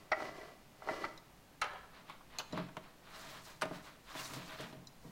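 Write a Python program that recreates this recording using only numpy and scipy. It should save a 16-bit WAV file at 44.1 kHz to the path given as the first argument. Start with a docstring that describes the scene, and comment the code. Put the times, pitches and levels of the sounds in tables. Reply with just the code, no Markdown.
"""Handling a filament spool.

A small, quiet workshop, one microphone close to the bench. A plastic nut is spun off the spool's axle,
knocking and chattering on its thread, and is put down. The spool is shifted and turned by hand: its
flanges boom when it drops against the axle and its hub rubs. Now and then the plastic squeaks and
the taut filament ticks."""
import sys
import numpy as np
from scipy import signal
from scipy.fft import rfft, irfft
from scipy.io import wavfile
from scipy.ndimage import uniform_filter1d

SR = 44100
rng = np.random.default_rng(int(sys.argv[2]) if len(sys.argv) > 2 else 0)


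def transcribe(signal):
    """Save signal, clipped to [-1, 1], as a 16-bit WAV file at the path in sys.argv[1]."""
    frames = np.atleast_2d(signal).T
    limited = np.clip(frames, -1, 1)
    pcm = np.round(limited * 32767).astype(np.int16)
    wavfile.write(sys.argv[1], SR, pcm)


N = 225330
TIME = np.arange(N) / SR
RING = 8192  # samples allowed for a body to ring out

# resonances of the spool: pitch_hz, level_db, t60_s
SPOOL_MODES = [(137.3, -15, 0.14), (179.6, -16, 0.3), (231, -18, 0.26), (292.3, -8, 0.11),
               (367.3, -14.5, 0.16), (434, -11.5, 0.076), (579, -15.5, 0.27), (630.7, -0.5, 0.1),
               (930, -9, 0.018), (912, -3.5, 0.055), (978, 9.5, 0.011), (1125, -27, 0.013),
               (1440, -4, 0.018), (1620, -6.5, 0.024), (2490, -29, 0.0092)]


def amp(db):
    """Decibels to gain."""
    return 10 ** (np.asarray(db) / 20)


def unit(x):
    """Scale to an energy of one."""
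    return x / np.sqrt(np.sum(x ** 2) + 1e-18)


def level(x, db):
    """Scale to an rms of one, then apply a level or a level curve."""
    return x * amp(db) / np.std(x)


def fade(t, t60):
    """Exponential decay, 60 dB down at t60."""
    return np.exp(-np.log(1000) * t / t60)


def colour(x, points):
    """Minimum-phase filter through (frequency_hz, gain_db) points."""
    hz, db = np.transpose(points)
    bins_hz = np.maximum(np.arange(RING // 2 + 1) * SR / RING, 1)
    gain = amp(np.interp(np.log(bins_hz), np.log(hz), db))
    cepstrum = irfft(np.log(gain))
    cepstrum[1:RING // 2] *= 2
    cepstrum[RING // 2 + 1:] = 0
    response = irfft(np.exp(rfft(cepstrum)))[:RING // 2]
    return signal.oaconvolve(x, response)[:len(x)]


def body(modes, crowd, crowd_db, crowd_t60, treble_t60):
    """Response to one tap: clear modes over a dense crowd of short ones, whose treble dies first."""
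    t = np.arange(RING) / SR
    tones = 0
    for k, (hz, db, t60) in enumerate(modes):
        gain = (-1) ** k * amp(db + rng.normal(0, 1))
        pitch_hz = hz * rng.normal(1, 0.0089)
        tones += gain * fade(t, t60) * np.sin(2 * np.pi * pitch_hz * t)
    low = colour(rng.standard_normal(RING), [(2500, 4.5), (8000, 2.4)]) * fade(t, crowd_t60)
    high = colour(rng.standard_normal(RING), [(2500, -13), (8000, 6.5)]) * fade(t, treble_t60)
    return unit(unit(tones) + amp(crowd_db) * unit(colour(low + high, crowd)))


def knocks(rows, modes, crowd, crowd_db, crowd_t60, treble_t60, chatter_db, click_db):
    """Each blow is one contact and a brief chatter of smaller ones, ringing a body."""
    # spectrum of the bare contact: frequency_hz, gain_db
    click_spectrum = [(800, -16), (3000, -1), (6000, 20), (15000, -7)]
    click = amp(click_db) * unit(colour(signal.unit_impulse(RING), click_spectrum))
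    out, t = np.zeros(N + RING), np.arange(RING) / SR
    for start_s, db, bass_db, treble_db, chatter_s in rows:
        chatter = rng.standard_normal(RING) ** 3 * np.exp(-t / chatter_s)
        force = signal.unit_impulse(RING) + amp(chatter_db) * unit(chatter)
        response = click + body(modes, crowd, crowd_db, crowd_t60, treble_t60)
        ring = signal.fftconvolve(force, response)[:RING]
        # a soft, heavy contact favours the bass, a hard edge the treble
        ring = colour(ring, [(420, bass_db), (1100, 0.013), (5000, treble_db)])
        start = int(start_s * SR)
        out[start:start + RING] += unit(ring) * amp(db) * np.sqrt(SR / 100)  # energy of 10 ms at db
    return out[:N]


def motion(moves, rise_db_per_s, fall_db_per_s, sag_db_per_s=0):
    """Level curve in dB: each move builds up to its start, lasts, then dies away; the strongest wins."""
    curves = []
    for start_s, length_s, db in moves:
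        t = TIME - start_s
        rise = rise_db_per_s * np.maximum(-t, 0)
        sag = sag_db_per_s * np.clip(t, 0, length_s)
        fall = fall_db_per_s * np.maximum(t - length_s, 0)
        curves.append(db - rise - sag - fall)
    return np.max(curves, axis=0)


def slips(per_s, spread_db):
    """Stick and slip: tiny contacts at random moments, their sizes scattered by spread_db."""
    happens = rng.random(N) < per_s / SR
    size = amp(spread_db * np.minimum(rng.exponential(size=N), 4))
    return happens * size * rng.choice([-1, 1], N)


def rub(force, response, db):
    """A train of contacts, following a level curve, rings a body."""
    return signal.oaconvolve(level(force, db), unit(response))[:N]


def walk(per_s):
    """Random values joined by straight lines."""
    count = int(per_s * N / SR) + 2
    return np.interp(TIME * per_s, np.arange(count), rng.standard_normal(count))


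def shifting(x, depth_db, per_s):
    """The contact point moves, so each part of the spectrum swells and fades by itself."""
    out = 0
    for edge_hz in (500, 900, 1500, 2500, 4000, 6500, 10000):
        band = signal.sosfilt(signal.butter(1, edge_hz, fs=SR, output="sos"), x)
        out += band * amp(depth_db * walk(per_s))
        x = x - band
    return out + x * amp(depth_db * walk(per_s))


def room_air():
    """The workshop's steady air, a faint, low noise."""
    # spectrum of the air: frequency_hz, gain_db
    spectrum = [(20, 6.5), (32, -35), (46, 7.5), (62, -12), (90, -6), (150, -3), (220, -5), (430, -11),
                (750, -10.5), (1300, -15.5), (2100, -18), (4000, -22), (9000, -28), (15500, -29)]
    return level(colour(rng.standard_normal(N), spectrum), db=-60.47)


def nut_on_thread():
    """Flicked round by the fingers, the loose nut knocks, chatters and scrapes along the thread."""
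    # flicks that spin the nut: start_s, length_s, level_db
    flicks = [(0, .004, -58.5), (0.215, 0.038, -45), (0.267, 0.009, -47.5), (.365, 0.12, -51),
              (.91, .065, -44), (1.017, 0.013, -45.5)]
    # knocks on the thread: start_s, level_db, bass_db, treble_db, chatter_s
    hits = [(.1165, -33.5, -12, -0.5, 0.0019), (.119, -28.5, -7.5, 0, 0.0029),
            (.1275, -32, -16, -20, 0.0016), (.174, -46, 8, -12, .0034), (.2035, -38.5, -7, -7, .013),
            (.2225, -39.5, 0, -2, 0.0043), (.412, -50, 6, 7, 0.0077), (.8215, -47.5, -11.5, -29, .001),
            (.8735, -42, -4, -27, .0013), (.8875, -33, -8, -11, 0.0028), (.894, -40, -10, -9, 0.0046),
            (.912, -42, 15, 5, .0036), (1.036, -43.5, 2, 7, 0.0029), (1.0415, -35, -22, -5.5, 0.0034),
            (1.049, -41, 6, 13, .0033)]
    # resonances of the nut on the axle: pitch_hz, level_db, t60_s
    modes = [(346, -5, 0.047), (421, -11, 0.2), (633, 1.5, 0.089), (672, -5.5, 0.15), (750, 0.5, 0.047),
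             (930, -13.5, 0.16), (1180, -28, 0.15), (1347, 1.5, 0.032), (1554, -14.5, 0.11),
             (1922, -3, 0.056), (2016, -1.5, 0.049), (2230, -9, 0.051), (2720, -23, 0.076),
             (4240, -13, 0.022)]
    # spectrum of the short-lived modes between them: frequency_hz, gain_db
    crowd = [(90, -23.5), (220, -11.5), (330, -2), (680, -1), (2100, -9), (2700, -15.5), (5500, -24),
             (7500, -45), (15000, -48)]
    blows = knocks(hits, modes, crowd, crowd_db=-7, crowd_t60=0.05, treble_t60=0.02,
                   chatter_db=-7.5, click_db=-42)
    chatter_db = motion(flicks, rise_db_per_s=187, fall_db_per_s=147, sag_db_per_s=39)
    response = body(modes, crowd, crowd_db=-1, crowd_t60=0.026, treble_t60=0.025)
    response *= fade(np.arange(RING) / SR, t60=0.51)  # held against the thread, the nut is damped
    chatter = rub(slips(per_s=630, spread_db=-1.5), response, chatter_db)
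    scrape_db = -58.5 + 0.85 * (chatter_db + 45)  # grows a little more slowly than the chatter
    scrape = colour(slips(per_s=5000, spread_db=2),
                    [(1800, -2), (3000, 2.5), (4500, 5.5), (6000, 0.5), (8000, -6), (15000, -15)])
    return blows + chatter + level(scrape, scrape_db)


def squeaks(waver=0.015):
    """For a moment the slipping locks onto one resonance and sings, slightly unsteadily."""
    # squeaks of plastic on plastic: start_s, pitch_hz, level_db, length_s
    notes = [(0.128, 1955, -33, 0.012), (1.04, 1980, -62, 0.0058), (4.168, 3440, -54, 0.021),
             (4.181, 2780, -55, 0.032), (4.24, 6030, -56, .012), (4.246, 3810, -55, 0.026)]
    out = np.zeros(N)
    for start_s, hz, db, length_s in notes:
        start, count = int(start_s * SR), int(length_s * SR)
        wobble = level(uniform_filter1d(rng.standard_normal(count), size=60), db=0)
        phase = 2 * np.pi * np.cumsum(hz * (1 + waver * wobble)) / SR
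        out[start:start + count] += level(np.sin(phase) * np.hanning(count), db)
    return out


def filament():
    """Small bright ticks as the taut strand slips."""
    # ticks of the strand: start_s, level_db, bass_db, treble_db, chatter_s
    ticks = [(1.1765, -55.5, 0, -6, .002), (2.525, -51, 0, -32, 0.0032), (4.8712, -52.5, 0, 32, 0.00093)]
    # resonances of the strand: pitch_hz, level_db, t60_s
    modes = [(3840, 1.5, 0.041), (4090, 2.5, 0.029), (5000, -8, 0.085), (5450, -3, 0.019),
             (5960, -11, 0.065), (7030, -9.5, 0.062)]
    # spectrum of its short-lived modes: frequency_hz, gain_db
    crowd = [(300, -51), (2500, -10), (4500, -11), (7000, -34), (9000, 11), (15000, 31)]
    return knocks(ticks, modes, crowd, crowd_db=-20, crowd_t60=0.06, treble_t60=0.015,
                  chatter_db=-12, click_db=-16)


def nut_put_down():
    """The nut lands on the bench and rocks to rest."""
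    # landing and bounces: start_s, level_db, bass_db, treble_db, chatter_s
    hits = [(1.615, -41.5, -16, 22, 0.0011), (1.6172, -30.5, -6.5, 5.5, 0.0028),
            (1.6198, -31, -8, 5, 0.0024), (1.642, -39.5, -2, 2, 0.0046), (1.655, -46.5, 2.5, 4, .0016),
            (1.735, -47, 3, 0, .0045)]
    # resonances of the nut on the bench: pitch_hz, level_db, t60_s
    modes = [(594, -4.5, 0.13), (742, -14, .09), (848, -5, 0.12), (975, -33, .14), (1262, 2, 0.062),
             (1344, 7.5, 0.051), (1560, -9, 0.079), (1687, -0.5, 0.056), (2090, -11, .11),
             (2700, -21, 0.12), (4070, -12, 0.025), (9540, -18, 0.026)]
    # spectrum of the short-lived modes between them: frequency_hz, gain_db
    crowd = [(100, -8), (450, 1), (800, 4.5), (1800, -0.5), (4000, -12), (7000, -26), (11000, -58),
             (15000, -43)]
    blows = knocks(hits, modes, crowd, crowd_db=-4.5, crowd_t60=0.099, treble_t60=0.011,
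                   chatter_db=-3.5, click_db=-26.5)
    rocking = (1.64, 0.12, -48)  # start_s, length_s, level_db
    rocking_db = motion([rocking], rise_db_per_s=1200, fall_db_per_s=129, sag_db_per_s=19)
    response = body(modes, crowd, crowd_db=4.5, crowd_t60=0.054, treble_t60=0.015)
    # rolling contact is softer than a blow
    response = colour(response, [(300, -1.5), (1300, 2.5), (4000, 0.5), (9000, -7)])
    return blows + rub(slips(per_s=1100, spread_db=2), response, rocking_db)


def spool():
    """The spool knocks on its axle; turning, its hub rubs, its flanges rumble and the hand brushes them."""
    # knocks on the axle: start_s, level_db, bass_db, treble_db, chatter_s
    hits = [(2.0975, -45.5, -18, -7.5, .0013), (2.2085, -57.5, -20, -30, .0013),
            (2.530, -39.5, 15, -3, 0.0037), (2.575, -36, 3.5, -8, 0.01), (2.592, -42.5, 8, -15, 0.0053),
            (2.687, -52.5, 0, -6, 0.003), (2.7685, -40, 3, 0, 0.0011), (3.613, -47, -25, 12, 0.002),
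            (3.6195, -31, -7.5, -1.5, 0.00038), (3.627, -35.5, 7, -1, 0.007), (3.655, -40, 10.5, 1, 0.015),
            (3.706, -47, 16, -23, .003), (3.712, -40, 15.5, -30, 0.0044), (4.152, -44, 7, 2, 0.0012),
            (4.336, -46.5, 4, 18, 0.0012), (4.598, -44, 21, 4, .0044), (4.608, -48, 5, 12.5, .01),
            (4.727, -47.5, 14.5, 0, .00065)]
    # spectrum of the spool's short-lived modes: frequency_hz, gain_db
    crowd = [(70, -29.5), (140, -7), (350, -5), (600, -2), (1000, 0), (2000, -7), (4000, -12), (6000, -25),
             (9000, -27.5), (15000, -34)]
    blows = knocks(hits, SPOOL_MODES, crowd, crowd_db=-0.5, crowd_t60=0.068, treble_t60=0.029,
                   chatter_db=-9, click_db=-21.5)

    # pushes that turn the spool at a steady speed: start_s, length_s, level_db
    pushes = [(1.958, 0.034, -59), (2.091, 0.012, -56.5), (2.338, 0.037, -57), (2.569, 0.005, -47),
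              (2.838, .04, -62), (3.062, .06, -59.5), (3.137, .24, -54), (3.477, 0.016, -55.5),
              (3.745, 0.015, -54), (3.851, 0.045, -57.5), (4.093, .04, -56), (4.164, .035, -47),
              (4.25, 0.18, -53), (4.491, 0.036, -49.5), (4.593, 0.034, -49)]
    # spectrum of the hub's friction: frequency_hz, gain_db
    hub_spectrum = [(300, -19.5), (480, -9.5), (680, -6.5), (850, -6), (1050, 0), (1500, -3.5),
                    (2000, -5.5), (2500, -8), (4000, -9), (5500, -21), (8000, -41.5), (15000, -47)]
    hub_db = motion(pushes, rise_db_per_s=295, fall_db_per_s=175)
    friction = colour(slips(per_s=6000, spread_db=2.5), hub_spectrum)
    hub = level(shifting(friction, depth_db=1.8, per_s=40), hub_db)
    # the rubbing also sings in the spool's own modes
    contacts = slips(per_s=2500, spread_db=0)
    response = body(SPOOL_MODES, crowd, crowd_db=-2.5, crowd_t60=0.048, treble_t60=0.012)
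    singing = rub(contacts, response, hub_db - 6.5)

    # the hand sliding over a flange: start_s, length_s, level_db
    brushes = [(3.165, 0.2, -59), (3.45, 0.046, -59.5), (3.758, 0.0067, -61), (3.85, 0.025, -64),
               (4.102, .04, -63.5), (4.196, 0.054, -49.5), (4.312, 0.037, -53.5), (4.377, 0.29, -61),
               (5.05, .06, -68)]
    # spectrum of skin on plastic: frequency_hz, gain_db
    skin_spectrum = [(1500, -65), (4000, 13), (7000, 9), (10000, 3), (15000, 0.5)]
    skin_db = motion(brushes, rise_db_per_s=174, fall_db_per_s=165, sag_db_per_s=6)
    hiss = colour(slips(per_s=9000, spread_db=3.5), skin_spectrum)
    skin = level(shifting(hiss, depth_db=2.5, per_s=50), skin_db)

    # jolts that set the flanges shuddering: start_s, level_db
    jolts = [(0.204, -54), (1.035, -59.5), (2.207, -66), (2.531, -41), (3.762, -55.5), (4.3, -49.5),
             (4.364, -45.5), (4.605, -48), (4.742, -53), (5.048, -50)]
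    shudder_db = motion([(s, 0, db) for s, db in jolts], rise_db_per_s=900, fall_db_per_s=138)
    rumble_db = np.maximum(hub_db - 11.5, shudder_db)
    flanges = body(SPOOL_MODES, crowd, crowd_db=1.5, crowd_t60=0.073, treble_t60=0.025)
    flanges = colour(flanges, [(70, -10.5), (135, 0), (190, -8), (400, -19), (800, -28.5), (2000, -34)])
    rumble = rub(slips(per_s=1500, spread_db=-0.5), flanges, rumble_db)
    return blows + hub + singing + skin + rumble


def snap():
    """One hard, bright snap as the filament strikes the spool's flange."""
    # the snap's two contacts: start_s, level_db, bass_db, treble_db, chatter_s
    hits = [(2.386, -36.5, 0, 3, 0.0029), (2.398, -42, 0, -14, 0.004)]
    # spectrum of the short-lived modes it rings: frequency_hz, gain_db
    crowd = [(100, -8), (700, 4), (2000, 2.5), (4000, 0.5), (6200, 1), (8000, -20), (15000, -19)]
    return knocks(hits, SPOOL_MODES, crowd, crowd_db=20, crowd_t60=0.094, treble_t60=0.041,
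                  chatter_db=-2, click_db=-13)


def room(x, wet_db, low_t60, high_t60):
    """Nearby walls return a short tail that dulls as it fades."""
    t = np.arange(2 * RING) / SR
    low = colour(rng.standard_normal(len(t)), [(2000, -2.5), (7000, -7)]) * fade(t, low_t60)
    high = colour(rng.standard_normal(len(t)), [(2000, -37), (7000, -20)]) * fade(t, high_t60)
    onset = np.clip(t / 0.014, 0, 1) ** 2
    tail = unit((low + high) * onset)
    return x + amp(wet_db) * signal.oaconvolve(x, tail)[:N]


def scene():
    """The handling at the close microphone, in mono: mostly direct sound, a little of the room."""
    handling = nut_on_thread() + nut_put_down() + spool() + snap() + squeaks() + filament()
    return (room(handling, wet_db=-14, low_t60=0.52, high_t60=0.1) + room_air())[None]


def record(dry):
    """The recorder cuts the top treble steeply."""
    top_hz = 15800
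    return signal.sosfilt(signal.ellip(10, 0.1, 70, top_hz, fs=SR, output="sos"), dry)


dry = scene()
out = record(dry)
transcribe(out)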